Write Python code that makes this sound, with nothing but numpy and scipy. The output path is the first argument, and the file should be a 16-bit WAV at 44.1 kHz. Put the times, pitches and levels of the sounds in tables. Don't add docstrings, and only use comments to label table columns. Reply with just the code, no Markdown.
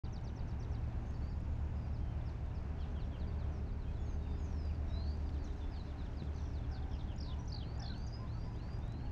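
import sys
import numpy as np
from scipy import signal
from scipy.fft import rfft, irfft, next_fast_len
from scipy.io import wavfile
from scipy.ndimage import uniform_filter1d

SR = 44100
rng = np.random.default_rng(int(sys.argv[2]) if len(sys.argv) > 2 else 0)


def int16_out(signal):
    q = np.round(np.clip(np.atleast_2d(signal).T, -1, 1) * 32767)
    wavfile.write(sys.argv[1], SR, q.astype(np.int16))


N = 401751
TIME = np.arange(N) / SR


def undb(db):
    return 10 ** (np.asarray(db) / 20)


def curve(rows, column=1):
    rows = np.array(rows)
    return np.interp(TIME, rows[:, 0], rows[:, column])


def walk(rate):
    k = int(SR / rate)
    held = np.repeat(rng.standard_normal(N // k + 2), k)
    return 1.3 * uniform_filter1d(uniform_filter1d(held, k), k)[:N]


def swell(s, width):
    return np.exp(-((TIME - s) / width) ** 2)


def colour(x, points):
    hz, db = np.transpose(points)
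    size = next_fast_len(N)
    f = np.fft.rfftfreq(size, 1 / SR)
    gain = undb(np.interp(np.log(f + 1e-9), np.log(hz), db)) * np.sqrt(SR / 2)
    gain /= 1 + (f / (2 * hz[-1])) ** 2
    return irfft(rfft(x, size) * gain, size)[:N]


def add(out, s, sound):
    i = max(int(s * SR), 0)
    out[i:i + len(sound)] += sound[:max(N - i, 0)]


def tone(hz):
    return np.sqrt(2) * np.sin(2 * np.pi * np.cumsum(hz) / SR)


def glide(length, start, middle, end, edge=0.14):
    u = np.linspace(0, 1, int(length * SR))
    hz = start * (1 - u) * (1 - 2 * u) + 4 * middle * u * (1 - u) + end * u * (2 * u - 1)
    opening = np.sin(np.pi / 2 * np.minimum(np.minimum(u, 1 - u) / edge, 1))
    return hz, opening * (.65 + .35 * np.sin(np.pi * u))


def flutter(n, size=130):
    noise = rng.standard_normal(n + size)
    smooth = uniform_filter1d(uniform_filter1d(noise, size), size // 3)
    return smooth[size // 2:][:n] * np.sqrt(size)


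def chirp(length, start, middle, end, buzz=0, buzz_hz=190, depth=.055, jitter=.0025, shimmer_db=1.0):
    hz, loud = glide(length, start, middle, end)
    tremor = np.sin(2 * np.pi * np.cumsum(buzz_hz * (1 + 0.18 * flutter(len(hz)))) / SR)
    bend = 1 + depth * buzz * tremor + jitter * flutter(len(hz))
    shimmer = undb(shimmer_db * flutter(len(hz)))
    return loud * (1 + 0.38 * buzz * tremor) * shimmer * tone(hz * bend)


def sloped(db, change_db, note):
    return undb(db + change_db * np.linspace(-.5, .5, len(note))) * note


def ring(hz, cycles, rise=0):
    u = np.linspace(0, 1, int(2 * np.pi * cycles * SR / hz) + 2)
    return np.exp(-2 * np.pi * u) * np.sin(2 * np.pi * np.cumsum(hz * (1 + rise * u)) / SR)


def echoes(x, t60, delay):
    t = np.arange(int(t60 * SR)) / SR
    tail = rng.standard_normal(len(t)) * undb(-60 * t / t60) * (t > delay)
    return signal.fftconvolve(x, tail / np.linalg.norm(tail))[:N]


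# multiple, level_db, fading_share (0-1)
DIESEL_HARMONICS = [(6, -57, 0), (8, -62, 0.5), (9, -47.5, 0), (10, -46.5, 1), (12, -56, 0.3),
                    (15, -51, 0.9), (16, -58, 0.14), (18, -67, 0.3), (20, -60, 0.7), (21, -63.5, 0.2),
                    (24, -66, 0.05), (25, -67.5, 0.4)]
# time_s, below_100_hz_db, above_100_hz_db
WATER_CARRY = [(0.1, -0.5, 1), (0.7, 3, 3.5), (1.5, 5, 2), (2.6, -0.5, 2.0), (3.6, 3.0, 3), (4.4, 4.5, 1),
               (5.05, 7, -2.5), (5.55, -3, -10), (6.4, 1.5, -0.5), (7.2, 1.5, -1.5), (7.9, -7.5, 4),
               (9.0, -6.5, 2.5)]
CYCLE_HZ = 7.505


def diesel(wander=0.23, waver_db=1.7):
    out, low_carry, high_carry = 0, curve(WATER_CARRY), curve(WATER_CARRY, column=2)
    for multiple, db, share in DIESEL_HARMONICS:
        hz = round(multiple) * CYCLE_HZ
        carry = low_carry if hz < 100 else high_carry
        phase = 2 * np.pi * (hz * TIME + rng.random()) + wander * walk(3)
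        level = undb(db + share * carry + waver_db * walk(4))
        out = out + np.sqrt(2) * np.sin(phase) * level
    return out


def birds(far_echo_db=-6.8, near_echo_db=-12.5, bounce_s=0.0025, wall_s=.011, wall_db=-13.5):
    near = warbler() + twitterer()
    far = pips() + whistles() + callers()
    far = far + .3 * np.interp(TIME - bounce_s, TIME, far)
    far = far + undb(wall_db) * np.interp(TIME - wall_s, TIME, far)
    quay = echoes(undb(far_echo_db) * far + undb(near_echo_db) * near, t60=0.45, delay=0.0034)
    return near + far + quay


# top_of_climb_s, length_s, top_hz, level_db
WARBLE_SYLLABLES = [(7.166, .010, 7200, -65), (7.191, 0.018, 5900, -59), (7.215, 0.02, 5620, -52),
                    (7.235, .016, 5070, -54), (7.256, 0.021, 4720, -57), (7.273, 0.027, 4270, -62),
                    (7.291, 0.024, 4020, -59), (7.310, 0.024, 3820, -57.5), (7.325, 0.021, 3540, -56),
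                    (7.337, 0.016, 3080, -59), (7.461, 0.01, 6900, -66), (7.488, 0.017, 6170, -56.5),
                    (7.511, 0.026, 5440, -59), (7.533, 0.022, 4960, -49), (7.551, 0.014, 4700, -45.5),
                    (7.571, 0.018, 4490, -50), (7.591, .014, 4310, -52), (7.609, .019, 3950, -58),
                    (7.621, 0.019, 3500, -56.5), (7.635, .015, 3180, -55), (7.647, .013, 2890, -60),
                    (7.782, 0.0082, 7070, -66), (7.806, 0.016, 5930, -53), (7.831, 0.019, 5550, -51),
                    (7.850, .020, 5000, -55), (7.867, 0.018, 4600, -50), (7.887, .020, 4450, -50),
                    (7.908, 0.017, 4250, -49.5), (7.925, 0.012, 4130, -54), (7.941, .007, 3800, -59),
                    (7.95, .013, 3150, -59), (7.964, .013, 2850, -64)]
# top_hz, share (0-1)
CLIMB_BY_PITCH = [(3000, 0.085), (4300, .15), (5500, 0.22), (7000, .13)]


def warbler(climb_share=.8):
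    out, turn = np.zeros(N), min(climb_share, .95)
    for s, length, top, db in WARBLE_SYLLABLES:
        climb = np.interp(top, *np.transpose(CLIMB_BY_PITCH))
        add(out, s - turn * length, undb(db) * tooth(length, top * (1 - climb), top, turn))
    return out


def tooth(length, start, top, turn=.8, rough_db=1.5):
    u = np.linspace(0, 1, int(length * SR))
    bow = rng.uniform(.5, .68)
    hz = np.interp(u, [0, turn / 2, turn, 1], [start, start + bow * (top - start), top, start * 0.96])
    loud_points = [0, .3 * turn, .75 * turn, turn, (1 + turn) / 2, 1]
    loud = np.interp(u, loud_points, [0, .45, 1, .7, .3, 0])
    rough = undb(rough_db * flutter(len(u), size=60))
    return loud * rough * tone(hz * (1 + 0.011 * flutter(len(u), size=60)))


# delay_s, length_s, start_hz, middle_hz, end_hz, level_db, level_change_db
TWITTER_NOTES = [(0, .026, 6420, 5680, 5150, 0, 4), (.031, .012, 4850, 4640, 4450, 2, 5),
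                 (.04, .006, 4550, 4100, 3400, 1, -4), (.05, .01, 3300, 3950, 3150, -1.5, 0),
                 (.061, .010, 3200, 3000, 2800, -6, 0)]
# start_s, level_db, buzz (0-1)
TWITTER_TIMES = [(0.011, -64.3, 0.15), (0.125, -63.5, 0.15), (0.238, -65.5, .15), (.358, -67.7, .15),
                 (0.476, -71.5, 0.25), (.594, -67.3, 0.2), (0.712, -68.3, 0.15)]


def twitterer():
    return calls([(TWITTER_NOTES, TWITTER_TIMES)])


# delay_s, length_s, start_hz, middle_hz, end_hz, level_db, level_change_db
TSIP_NOTES = [(0.0014, .053, 5550, 4880, 3500, 0, 0)]
TEW_NOTES = [(0, .063, 4850, 3880, 3050, 0, -1)]
TEE_NOTES = [(0.0036, .058, 4480, 4030, 3450, 0, 0)]
CHUP_NOTES = [(0, .07, 3400, 3120, 2400, 1, 3)]
TSEW_NOTES = [(0, .056, 4550, 3750, 2650, 0, 7)]
TEW_TIK_NOTES = [(0, .079, 5330, 4045, 3190, 0, -2), (.104, 0.022, 3750, 3400, 3100, -1.2, 0)]
# start_s, level_db, buzz (0-1)
TSIP_TIMES = [(1.128, -77, .3), (1.288, -73, 0.3), (1.926, -72, .25), (2.253, -70, .4), (2.542, -72, .35)]
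TEW_TIMES = [(2.801, -68.5, .2), (2.992, -68, .2), (3.189, -68.5, .2), (3.383, -71, .2)]
TEE_TIMES = [(3.655, -77, .55), (3.788, -74.5, .5), (3.925, -76, .5), (4.056, -75.5, .5), (5.32, -79, .4)]
CHUP_TIMES = [(2.784, -70.3, .35), (2.944, -69.8, .45), (3.11, -69.3, .55), (6.906, -70, 1),
              (7.073, -68.8, .8)]
TSEW_TIMES = [(5.323, -73, .1), (5.443, -74.5, .1), (5.586, -76, .1), (5.731, -71.5, .1),
              (5.876, -72.5, .1), (6.026, -71, .1)]
TEW_TIK_TIMES = [(6.163, -67.5, .55), (6.344, -71, .4), (6.529, -69.5, .45), (6.718, -67, .9)]


def callers():
    return calls([(TSIP_NOTES, TSIP_TIMES), (TEW_NOTES, TEW_TIMES), (TEE_NOTES, TEE_TIMES),
                  (CHUP_NOTES, CHUP_TIMES), (TSEW_NOTES, TSEW_TIMES), (TEW_TIK_NOTES, TEW_TIK_TIMES)])


def calls(repertoire, uneven_db=0.7):
    out = np.zeros(N)
    for notes, sung in repertoire:
        for s, db, buzz in sung:
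            for delay, length, start, middle, end, note_db, change_db in notes:
                note = chirp(length, start, middle, end, buzz)
                note_level_db = db + note_db + uneven_db * rng.standard_normal()
                add(out, s + delay, sloped(note_level_db, change_db, note))
    return out


# start_s, length_s, pitch_hz, level_db
SOFT_PIPS = [(4.25, .025, 2750, -70), (4.69, .03, 2660, -67), (4.745, .018, 4700, -71),
             (8.595, .02, 2770, -69), (8.935, .018, 2960, -74), (8.997, .018, 3030, -72),
             (9.057, .02, 2940, -70.5)]
PIP_OCTAVES_PER_S = 15
# start_s, length_s, pitch_hz, level_db
SHARP_FLICKS = [(5.44, .023, 5900, -66.5), (6.99, 0.0095, 3900, -63), (7.006, .013, 3550, -60.5),
                (8.065, 0.024, 5900, -63.5)]
FLICK_START, FLICK_END = 1.19, .89
# start_s, strokes, spacing_s, first_hz, last_hz, level_db,
# swell_exponent (higher peaks more in the middle)
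STROKE_RATTLES = [(6.338, 10, .0187, 6150, 5480, -73, .3), (6.328, 7, .0186, 4450, 4300, -77, .3),
                  (6.891, 5, .0184, 5520, 4980, -67.5, 1.3)]
STROKE_S, STROKE_FALL = .014, .16


def pips(buzz=.1, uneven_db=1.0, stray=.018, stray_s=.0009):
    out = np.zeros(N)
    for s, length, hz, db in SOFT_PIPS:
        fall = 2 ** (PIP_OCTAVES_PER_S * length / 2)
        add(out, s, undb(db) * chirp(length, hz * fall, hz, hz / fall, buzz))
    for s, length, hz, db in SHARP_FLICKS:
        add(out, s, undb(db) * chirp(length, hz * FLICK_START, hz, hz * FLICK_END, buzz))
    for s, strokes, spacing, first, last, db, exponent in STROKE_RATTLES:
        strokes = round(strokes)
        for k, hz in enumerate(np.linspace(first, last, strokes)):
            arch = np.sin(np.pi * (k + .5) / strokes) ** exponent
            hz = hz * (1 + stray * rng.standard_normal())
            stroke = chirp(STROKE_S, hz * (1 + STROKE_FALL), hz, hz * (1 - STROKE_FALL))
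            stroke = stroke * np.hanning(len(stroke)) * 2
            when = s + k * spacing + stray_s * rng.standard_normal()
            add(out, when, undb(db + uneven_db * rng.standard_normal()) * arch * stroke)
    return out


# start_s, length_s, start_hz, middle_hz, end_hz, level_db, level_change_db, buzz (0-1)
WHISTLED_NOTES = [(.278, 0.021, 6050, 5950, 5770, -77, 0, 0.1), (.622, 0.02, 6100, 5900, 5800, -74, 2, .2),
                  (.92, .9, 6580, 6620, 6600, -89, 0, .7), (1.054, .06, 6150, 6300, 6450, -78, 0, .4),
                  (1.137, .033, 4470, 4570, 4600, -72, 2, 0.1),
                  (1.209, 0.099, 4320, 4600, 4600, -73, 0, .1), (1.75, .125, 4970, 4920, 4640, -77, -5, .1),
                  (2.0, 0.19, 3190, 3090, 3000, -78, 0, .4), (2.787, .03, 5600, 5300, 4950, -77, 0, .4),
                  (3.272, 0.025, 4880, 4640, 4350, -67, 1, .15),
                  (3.518, .08, 6150, 5460, 5100, -75.5, -7, 0), (3.705, .045, 4520, 4580, 4620, -79, 2, .1),
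                  (3.835, .095, 3100, 3220, 3350, -76, -1, .3), (3.878, .02, 2560, 2510, 2480, -67, 0, .1),
                  (3.97, .085, 3420, 3440, 3490, -75.5, -10, .1),
                  (3.992, 0.195, 6900, 6410, 6260, -76, 3, 0), (4.022, .03, 5600, 5430, 5250, -78, 3, .2),
                  (4.07, .17, 5080, 4700, 4480, -81.5, -5, .1),
                  (4.175, .21, 3880, 3660, 3590, -76.5, -1, 0.3),
                  (4.215, .245, 4480, 4830, 5040, -80.5, 0, .1), (4.345, .11, 5300, 5100, 4950, -80, 0, .2),
                  (4.385, .06, 6850, 6600, 6400, -74, 7, .12), (4.45, .245, 6250, 5350, 4660, -72, 14, .12),
                  (4.437, .032, 6450, 6300, 5970, -71, -1, 1), (4.524, .18, 4500, 4120, 3820, -80, 0, .1),
                  (4.868, .2, 5780, 4960, 4420, -75, 3, 0), (4.886, 0.172, 3670, 4010, 4300, -61.5, 7, 0),
                  (5.047, 0.1, 4350, 4510, 4700, -66, 0, 0), (5.031, 0.13, 4580, 4730, 4820, -71.5, 0, 0),
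                  (5.255, .042, 4980, 4720, 4350, -71.5, 1, .2),
                  (5.38, .16, 4920, 4100, 3500, -72.5, -5, .25), (5.57, .025, 5350, 5050, 4850, -77, 2, .5),
                  (5.604, .06, 3670, 3480, 3520, -67, 3, .1),
                  (5.706, .125, 5280, 4430, 3890, -67.5, 1, .25),
                  (5.79, .032, 4180, 3950, 3750, -67, 0, 0.4), (5.86, .025, 5200, 5000, 4800, -75, 0, .6),
                  (5.875, .025, 3520, 3470, 3480, -73, 0, .2), (5.976, .06, 4170, 3850, 3250, -68, -2, .45),
                  (5.988, 0.018, 4300, 4120, 3900, -70, 0, .6), (6.011, .018, 5150, 5000, 4800, -73, 0, .4),
                  (6.197, .018, 4210, 4000, 3800, -65, 0, .7),
                  (6.708, 0.066, 5600, 4700, 3850, -64.5, -3, 1),
                  (7.222, .085, 5250, 4550, 3950, -66.5, -2, 1),
                  (7.389, 0.025, 5820, 5840, 5700, -65, 4, .1),
                  (7.822, .072, 3560, 3440, 3350, -62, 1, 0.4), (7.93, .14, 6250, 6180, 6120, -80, 0, 0),
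                  (8.123, 0.044, 4750, 4990, 5030, -56, 7, 0),
                  (8.319, .27, 6300, 5310, 4690, -79.5, 10, 0.2),
                  (8.798, 0.3, 3490, 4050, 4480, -72, -4, 0.2)]
# start_s, length_s, level_db
KNEED_UPSLURS = [(7.602, .172, -70.5), (7.878, 0.267, -68), (8.253, .23, -72), (8.548, 0.22, -71.5)]
UPSLUR_START_HZ, UPSLUR_KNEE_HZ = 3050, 4520
UPSLUR_CLIMB_S, UPSLUR_CREEP_HZ_PER_S = .05, 1700


def whistles(slur_jitter=0.009, slur_shimmer_db=2.0, fading_db=1.0):
    out = np.zeros(N)
    for s, length, start, middle, end, db, change_db, buzz in WHISTLED_NOTES:
        note = chirp(length, start, middle, end, buzz)
        add(out, s, sloped(db, change_db, note))
    for s, length, db in KNEED_UPSLURS:
        t = np.arange(int(length * SR)) / SR
        below_knee = (UPSLUR_KNEE_HZ - UPSLUR_START_HZ) * np.exp(-t / UPSLUR_CLIMB_S)
        hz = UPSLUR_KNEE_HZ - below_knee + UPSLUR_CREEP_HZ_PER_S * t
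        loud = np.sin(np.pi * t / length) ** 0.23 * undb(db + slur_shimmer_db * flutter(len(t)))
        add(out, s, loud * tone(hz * (1 + slur_jitter * flutter(len(t)))))
    return out * undb(fading_db * walk(45))


# pitch_hz, level_db_per_hz
WASH_SPECTRUM = [(250, -105), (550, -88.5), (760, -87.5), (980, -90.5), (1150, -95), (1550, -96),
                 (2050, -101), (2650, -102.5), (3300, -110), (5000, -116), (6600, -118), (8700, -132),
                 (12500, -132), (13500, -142)]
# pitch_hz, level_db_per_hz
FIZZ_SPECTRUM = [(1500, -128), (3800, -114), (5500, -116), (7500, -124), (9000, -135), (15000, -143)]
# centre_s, change_from_calm_db
WATER_SWELLS = [(0.1, -1.5), (1.6, -1), (4.7, 3), (5.5, 3.5), (6.35, 3), (8.6, 1.5)]
SWELL_S, CALM_DB = 0.45, -0.5


def water(count=520, bubble_db=-77, spread_db=5.0, grain_db=3.0):
    swell_db = CALM_DB + sum(db * swell(s, SWELL_S) for s, db in WATER_SWELLS)
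    swelling = undb(swell_db)
    wash = colour(rng.standard_normal(N), WASH_SPECTRUM) * undb(0.11 * swell_db + 0.65 * walk(14))
    grains = rng.standard_normal(N) * (rng.random(N) < .06)
    spray = grains * undb(grain_db * np.minimum(rng.exponential(size=N), 4))
    fizz = colour(spray / spray.std(), FIZZ_SPECTRUM) * undb(1.2 * walk(24))
    out = wash + swelling * fizz
    for when, pitch, size, cycles in rng.random((count, 4)):
        i = int(when * N)
        db = bubble_db - spread_db * np.log(size + .02)
        bubble = ring(1200 * 5.5 ** pitch, 3 + 9 * cycles, rise=0.2)
        add(out, i / SR, swelling[i] * undb(db) * bubble)
    return out


# start_s, level_db, centre_hz
STONE_DROPS = [(1.108, -57, 6500), (1.405, -59, 7800), (4.652, -54, 5500), (4.747, -58, 5500),
               (5.172, -55, 5500), (5.292, -50, 3740), (5.47, -59, 6000), (6.223, -47, 2300),
               (7.98, -52, 5800), (8.733, -57, 6500), (8.788, -58, 6500), (8.879, -55, 8600),
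               (8.922, -52, 5730)]
# pitch_hz, level_db, cycles_to_fall_to_1/e
GULP_HOLLOW = [(151, -37.5, 3.5), (210, -34, 1.6), (288, -48, 2.7)]
GULP_S = 6.222


def splashes(spatter_db=-9, spatter_s=0.0024, dull_hz=9500):
    out = np.zeros(N)
    t = np.arange(SR // 100) / SR
    for s, db, hz in STONE_DROPS:
        spatter = rng.standard_normal(len(t)) * np.exp(-t / spatter_s)
        tick = ring(hz, 0.88)
        add(out, s, undb(db + spatter_db) * np.convolve(spatter, tick / np.linalg.norm(tick)))
        add(out, s, undb(db - 13.5) * ring(hz * .9, 9, rise=.2))
    for hz, db, cycles in GULP_HOLLOW:
        add(out, GULP_S, undb(db) * ring(hz, cycles))
    return signal.sosfilt(signal.butter(2, dull_hz, fs=SR, output="sos"), out)


# start_s, length_s, pitch_hz, fall_octaves, level_db
GULL_CRIES = [(6.702, 0.085, 778, 0.024, -58.5), (6.802, 0.11, 773, 0.038, -64),
              (7.26, 0.09, 1022, -.06, -61.5), (7.362, .1, 985, 0.1, -63.5), (7.51, 0.08, 840, 0.18, -61.5),
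              (7.789, 0.06, 790, 0.33, -56.5), (7.79, 0.07, 1777, -0.023, -66),
              (7.888, .052, 1520, 0.33, -59.5), (8.19, 0.085, 1035, 0.05, -59.5),
              (8.345, .05, 1320, .06, -66.5), (8.45, 0.08, 1008, -0.03, -63),
              (9.02, 0.085, 830, -0.12, -61)]
# overtone_hz, second_harmonic_db
THROAT_RESPONSE = [(1540, -7.5), (1660, -16), (2050, -22)]


def gulls(echo_db=-7, arch=0.045):
    out = np.zeros(N)
    for s, length, pitch, fall, db in GULL_CRIES:
        ends, half_fall = pitch * (1 - arch), 2 ** (fall / 2)
        hz, loud = glide(length, ends * half_fall, pitch, ends / half_fall)
        hz = hz * (1 + 0.018 * flutter(len(hz), size=300))
        second_db = np.interp(2 * pitch, *np.transpose(THROAT_RESPONSE))
        add(out, s, undb(db) * loud * (tone(hz) + undb(second_db) * tone(2 * hz)))
    return out + undb(echo_db) * echoes(out, t60=0.41, delay=0.015)


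def flock(count=230, db=-88.0):
    out = np.zeros(N)
    for when, pitch, length, slope, size in rng.random((count, 5)):
        hz, fall = 3200 + 3000 * pitch, .02 + .1 * slope
        call = chirp(.012 + .04 * length ** 2, hz * (1 + fall), hz, hz * (1 - fall), buzz=.4)
        add(out, when ** .75 * N / SR, undb(db + 5 * size) * call)
    return out + echoes(out, t60=0.13, delay=0.0042)


# pitch_hz, level_db_per_hz
PORT_SPECTRUM = [(8, -81), (27, -61), (46, -60.5), (57, -67.5), (100, -71), (200, -74), (300, -80.5),
                 (400, -83.5), (500, -91), (1000, -102), (3000, -125)]
# centre_hz, wavering_hz, loudest_s, swell_width_s, loudest_db
FAINT_HUMS = [(283.5, 12, 5.5, 2.6, -61), (408, 7, 4.4, 2.5, -63.7), (590, 16, 3.35, .35, -66.5),
              (670, 7, 5.0, .22, -67), (771, 8, 0.2, 0.82, -69.5)]
HUM_SWELL_DB = 9.5


def port():
    out = colour(rng.standard_normal(N), PORT_SPECTRUM) * undb(.5 * walk(1.8))
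    for hz, waver_hz, s, width, db in FAINT_HUMS:
        level_db = db + HUM_SWELL_DB * (swell(s, width) - 1) + 2 * walk(10)
        out = out + tone(hz + waver_hz * walk(30)) * undb(level_db)
    return out


def scene():
    return (diesel() + birds() + water() + splashes() + gulls() + flock() + port())[None]


START_S, TOP_HZ = .036, 15700


def record(dry):
    opened = np.clip((TIME - START_S) / .004, 0, 1)
    return signal.sosfilt(signal.ellip(8, .2, 70, TOP_HZ, fs=SR, output="sos"), dry * opened)


dry = scene()
out = record(dry)
int16_out(out)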